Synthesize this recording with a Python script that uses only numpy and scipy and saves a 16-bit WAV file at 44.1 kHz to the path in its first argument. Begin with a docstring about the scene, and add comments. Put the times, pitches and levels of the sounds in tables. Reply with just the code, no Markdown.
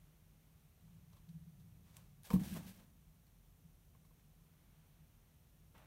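"""Snake strikes at a mouse

In a thin-walled enclosure littered with dry grass and leaves, a mouse patters about and snaps a stalk.
The snake lunges, knocks the wall, thumps the floor and slides through the crackling litter.
A few faint ticks and a dull scrape follow, over a bed of low room rumble and microphone hiss."""
import sys
import numpy as np
from scipy import signal
from scipy.fft import rfft, irfft, next_fast_len
from scipy.io import wavfile
from scipy.ndimage import map_coordinates

SR = 44100
rng = np.random.default_rng(int(sys.argv[2]) if len(sys.argv) > 2 else 0)


def to_wav(sig):
    """Store sig (one row per channel, or 1-D mono) as 16-bit WAV at the path in sys.argv[1].

    Samples outside -1..1 are clipped; the rate is SR.
    """
    pcm = np.clip(np.atleast_2d(sig), -1, 1) * 32767
    pcm = np.round(pcm).astype(np.int16)
    wavfile.write(sys.argv[1], SR, pcm.T)  # frames by channels


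N = 258426


def amp(db):
    """Decibels to gain."""
    return 10 ** (np.asarray(db) / 20)


def unit(x):
    """Scale to rms 1."""
    return x / np.sqrt(np.mean(x ** 2) + 1e-20)


def filtered(x, response):
    """Shape x with a gain curve over frequency."""
    size = next_fast_len(len(x) + SR // 2)
    return irfft(rfft(x, size) * response(np.fft.rfftfreq(size, 1 / SR)), size)[:len(x)]


def eq(x, points):
    """EQ through (f/Hz, level/dB) points joined on a log axis."""
    f, db = np.transpose(points)
    return filtered(x, lambda hz: amp(np.interp(np.log(hz + 1), np.log(f), db)))


def noise(points):
    """Coloured noise, rms 1."""
    return unit(eq(rng.standard_normal(N), points))


def wobble(rate):
    """A smooth random curve, rate knots a second."""
    knots = rng.standard_normal(int(N * rate / SR) + 4)
    return map_coordinates(knots, [np.arange(N) * rate / SR])


def grains(rate, spread_db):
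    """Tiny random clicks of uneven size, about rate a second, rms 1."""
    hits = rng.random(N) < rate / SR
    sizes = amp(spread_db * np.clip(rng.standard_normal(N), -2, 2))
    return unit(hits * rng.choice([-1, 1], N) * sizes)


def add(track, s, sound):
    """Mix a sound into the track at s seconds."""
    part = track[round(s * SR):][:len(sound)]
    part += sound[:len(part)]


def envelope(start_s, length_s, attack_s, fade_db_per_s):
    """Gain of one movement: it swells from the start and fades once its length has passed."""
    t = np.arange(N) / SR - start_s
    return np.clip(t / attack_s, 0, 1) * amp(-fade_db_per_s * np.maximum(t - length_s, 0))


def floor_hum(centre_hz, width_hz):
    """The floor's main resonance, stirred at random, rms 1."""
    return unit(filtered(rng.standard_normal(N), lambda hz: 1 / (1 + ((hz - centre_hz) / width_hz) ** 4)))


# Low end of the room: f/Hz, level/dB
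RUMBLE_EQ = [(20, -33), (30, -5), (42, 5.5), (62, -4), (82, -1), (125, -7.5), (160, -5.5), (200, -12.5),
             (310, -19.5), (500, -28.5), (1000, -56.5)]
# Soft midrange rush, for the air and the snake's creep: f/Hz, level/dB
RUSH_EQ = [(300, -31), (700, 1.5), (2500, 1), (4500, -7.5), (9000, -32)]
# Microphone hiss: f/Hz, level/dB
HISS_EQ = [(240, -29), (400, -2), (707, -1.5), (837, -4), (1100, -5), (1600, -8.5), (3190, -8.5),
           (4910, -12), (6000, -9), (7670, -13.5), (9220, -10), (10300, -8.5), (12000, -10), (15100, -9.5),
           (15800, -16.5)]

def room_tone():
    """The bed: low rumble, the floor's wavering hum, a fading breath of air and steady hiss."""
    rumble = amp(-66.5) * noise(RUMBLE_EQ)
    hum = amp(-72 + 2.5 * wobble(rate=4.3)) * floor_hum(centre_hz=155.6, width_hz=15.5)
    air = amp(-85 - 4.5 * np.arange(N) / SR) * noise(RUSH_EQ)
    return rumble + hum + air + amp(-76.5) * noise(HISS_EQ)


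# Dark tone of the wall scrape: f/Hz, level/dB
SCRAPE_EQ = [(120, 7), (300, 0), (420, -7), (550, -0.5), (1500, -6), (3000, -11.5), (4500, -21),
             (12000, -30)]

def wall_scrape():
    """A dull, grainy drag along the wall starts sharply and tails off."""
    drag = amp(-63.5) * envelope(5.744, 0, attack_s=0.003, fade_db_per_s=31)
    return drag * unit(eq(grains(rate=3800, spread_db=3), SCRAPE_EQ))


# Modes of the enclosure's floor and walls: f/Hz, level/dB, t60/s
ENCLOSURE_MODES = [(51.4, -15, 0.082), (78, -12.5, 0.2), (108, -11.5, 0.25), (161.5, -6, 0.19),
                   (183.5, 6.5, 0.13), (200.2, -1, 0.14), (303, -14.5, 0.27), (477, -2.5, 0.059),
                   (517, -19, 0.11), (621, -14, 0.13), (769, -19.5, 0.23), (926, -9.5, 0.11),
                   (1053, -7.5, 0.074), (1088, -5, 0.06), (1720, -6.5, 0.014), (2200, -8.5, 0.017),
                   (3050, -19, 0.041)]

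def enclosure_ring(bright_hz, rise_s):
    """The enclosure rings from one contact, peak 1: a soft body reaches only the low modes."""
    t = np.arange(SR // 3) / SR
    hz, db, t60 = np.transpose(ENCLOSURE_MODES)[:, :, None]
    force = (hz / bright_hz) / (1 + (hz / bright_hz) ** 4)
    modes = force * amp(db - 60 * t / t60) * np.sin(2 * np.pi * hz * t)
    ring = modes.sum(axis=0) * (1 - np.exp(-t / rise_s)) ** 2
    return ring / np.abs(ring).max()


def drumming(bright_hz, rise_s):
    """Many small soft contacts keep the floor ringing, rms 1."""
    contacts = grains(rate=300, spread_db=2)
    return unit(signal.fftconvolve(contacts, enclosure_ring(bright_hz, rise_s))[:N])


# The floor flexing under the mouse's steps: t/s, peak level/dB, length/s
STEP_CUES = [(0.808, -58.5, 0.072), (.92, -61.5, 0.075), (1.268, -48, 0.065), (1.324, -46, 0.076),
             (1.375, -51.5, 0.094), (1.455, -52.5, 0.066), (3.639, -57, 0.041)]

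def mouse_feet():
    """Light feet patter on the floor; single soft steps swell and release its main resonance."""
    stroll = amp(-68.5) * envelope(0.8, 1.42, attack_s=0.032, fade_db_per_s=296)
    patter = floor_hum(centre_hz=154, width_hz=21.6) + amp(1) * drumming(bright_hz=100.5, rise_s=0.014)
    flex = np.zeros(N)
    for s, db, length in STEP_CUES:
        add(flex, s, amp(db) * np.hanning(int(length * SR)))
    floor_tone = np.sin(2 * np.pi * 164.2 * np.arange(N) / SR + 0.57 * wobble(rate=9.6))
    return stroll * patter + flex * floor_tone


# The mouse's scratches: t/s, length/s, level/dB
SCRATCH_CUES = [(0.817, .15, -83), (1.097, .07, -78.5), (1.833, 0.11, -75), (1.93, 0.064, -73.5)]
# Claws in the litter: f/Hz, level/dB
CLAW_EQ = [(300, -13), (500, -1.5), (750, -5.5), (1060, -1), (1300, -8.5), (2800, -9), (5000, -11.5),
           (15000, -18)]

def mouse_claws():
    """Claws rake the litter in fine grains; each scratch swells and dies away."""
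    rustle = sum(amp(db) * envelope(s, length, attack_s=0.035, fade_db_per_s=130)
                 for s, length, db in SCRATCH_CUES)
    return rustle * unit(eq(grains(rate=6000, spread_db=4), CLAW_EQ))


# Crisp tone of dry grass and leaves, snapped or crushed: f/Hz, level/dB
LITTER_EQ = [(710, -54), (1200, -23), (1640, 7.5), (1770, -1.5), (2690, 2), (2940, 1), (3570, 0.5),
             (5860, -0.5), (7110, -5), (8270, -2.5), (10300, -1), (13000, -3), (15800, -7)]
# Dry stalks snapping: t/s, crack level/dB, stalk pitch f/Hz
SNAP_CUES = [(1.131, -61, 3860), (1.167, -63, 3640), (1.29, -60, 4370), (1.599, -62, 4040),
             (1.9683, -40.5, 8500), (2.234, -50, 9600), (2.3045, -41, 4930), (2.334, -44, 12730),
             (2.541, -39, 9200), (3.267, -64.5, 4300), (4.052, -65, 4270), (4.196, -68, 2820),
             (5.78, -56, 9900)]

def stalk_snaps():
    """A stalk cracks and rings and the litter around it crackles, all strongest near the stalk's pitch."""
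    crack_t60_s, ring_t60_s, tail_t60_s = 0.004, 0.0066, 0.093
    out, t = np.zeros(N), np.arange(SR // 8) / SR
    crackle = eq(grains(rate=18000, spread_db=9), LITTER_EQ)
    crack_noise = noise(LITTER_EQ)
    for s, db, stalk_hz in SNAP_CUES:
        start = rng.integers(N - len(t))
        stalk_eq = [(stalk_hz / 2, -8), (stalk_hz, 0), (stalk_hz * 2, -5)]
        crack = eq(crack_noise[start:][:len(t)], stalk_eq) * amp(-60 * t / crack_t60_s)
        ring = amp(-13.5 - 60 * t / ring_t60_s) * np.sin(2 * np.pi * stalk_hz * t)
        tail_db = -46 + 0.44 * db  # the crackle grows more slowly than the snap
        tail_gain = amp(tail_db - 60 * t / tail_t60_s) * (1 - np.exp(-t / 0.00076))
        tail = tail_gain * unit(eq(crackle[start:][:len(t)], stalk_eq))
        add(out, s, amp(db) * (crack / np.abs(crack).max() + ring) + tail)
    return out


# Lunge, strike, recoil and settling: t/s, length/s, crackle level/dB, rub level/dB
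STROKE_CUES = [(2.239, 0.017, -58, -66), (2.262, 0.027, -67, -65), (2.295, 0.021, -57.5, -57),
               (2.319, 0.018, -57.5, -55.5), (2.386, 0.081, -63.5, -59.5), (2.424, .11, -58, -63.5),
               (2.544, 0.026, -59.5, -54), (2.61, 0.048, -67, -66.5), (2.655, .04, -61, -67),
               (2.736, 0.049, -70.5, -71.5), (2.785, .022, -82, -68)]
# The belly rubbing the floor: f/Hz, level/dB
BELLY_EQ = [(250, -8), (500, 2), (950, 1), (1300, -4), (2800, -9), (5000, -14)]

def snake_slide():
    """Each stroke of the body crushes litter in clumps and rubs the floor; later it creeps on softly."""
    crackle, rub = np.zeros(N), np.zeros(N)
    for s, length, crackle_db, rub_db in STROKE_CUES:
        push = envelope(s, length, attack_s=0.012, fade_db_per_s=210)  # litter gives way, then settles
        crackle = np.maximum(crackle, amp(crackle_db) * push)
        rub = np.maximum(rub, amp(rub_db) * push)
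    clumps = amp(0.75 * wobble(rate=120))
    stalks = unit(clumps * eq(grains(rate=6000, spread_db=2.5), LITTER_EQ))
    belly = unit(clumps * eq(grains(rate=3600, spread_db=0.5), BELLY_EQ))
    creep = amp(-83) * envelope(4.16, 0.7, attack_s=0.47, fade_db_per_s=10)
    return crackle * stalks + rub * belly + creep * noise(RUSH_EQ)


# Bright crunch of leaves under the landing body: f/Hz, level/dB
CRUNCH_EQ = [(3000, -22), (7000, -12), (10000, 0), (15500, -1)]

def snake_landing(land_s):
    """The landing bursts dry leaves and jolts the floor's low modes; writhing keeps the floor drumming."""
    crunch = amp(-54) * envelope(land_s, 0.012, attack_s=0.004, fade_db_per_s=450)
    crunch *= unit(eq(grains(rate=3000, spread_db=0), CRUNCH_EQ))
    jolt = amp(-38.5) * envelope(land_s, 0.039, attack_s=0.012, fade_db_per_s=343)
    jolt *= drumming(bright_hz=88, rise_s=0.0007)
    writhe = amp(-48) * envelope(land_s, 0.24, attack_s=0.012, fade_db_per_s=71)
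    writhe *= drumming(bright_hz=108, rise_s=0.0012)
    return crunch + jolt + writhe


# Bodies hitting the enclosure: t/s, peak level/dB, brightness f/Hz
IMPACT_CUES = [(1.133, -66.5, 2000), (1.167, -64.5, 2000), (1.9674, -63.5, 2190), (2.304, -37, 2960),
               (2.3081, -33.5, 1100), (2.331, -41.5, 1490), (2.3376, -20, 320), (2.3537, -23.3, 190),
               (2.362, -45, 1380), (2.4113, -32, 172), (2.468, -40.5, 190), (2.52, -39, 170),
               (2.56, -45.5, 1080), (2.5673, -35.5, 300), (3.949, -64.5, 3000), (4.049, -69, 2400),
               (4.108, -63, 950), (5.749, -58.5, 1300)]

def impacts():
    """Footfalls, the knock of the strike and the snake's thump: harder contacts speak faster."""
    rise_cycles = 0.52
    out = np.zeros(N)
    for s, db, bright_hz in IMPACT_CUES:
        add(out, s, amp(db) * enclosure_ring(bright_hz, rise_cycles / bright_hz))
    return out


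def scene():
    """All layers meet in mono at one close microphone."""
    action = impacts() + stalk_snaps() + snake_slide() + snake_landing(land_s=2.329)
    mouse = mouse_feet() + mouse_claws()
    return (action + mouse + wall_scrape() + room_tone())[None]


# Treble dips of the microphone port: f/Hz, level/dB
MIC_EQ = [(4200, -0.5), (4900, -2.5), (5700, -0.5), (9500, 0.5), (10400, -4.5), (11400, 1.5)]

def record(dry):
    """The microphone's colour, a steep bass cut and a hard top limit."""
    low_cut_hz, top_hz = 33, 15800
    band = lambda hz: (hz < top_hz) * hz ** 6 / (hz ** 6 + low_cut_hz ** 6)
    return filtered(eq(dry[0], MIC_EQ), band)[None]


dry = scene()
out = record(dry)
to_wav(out)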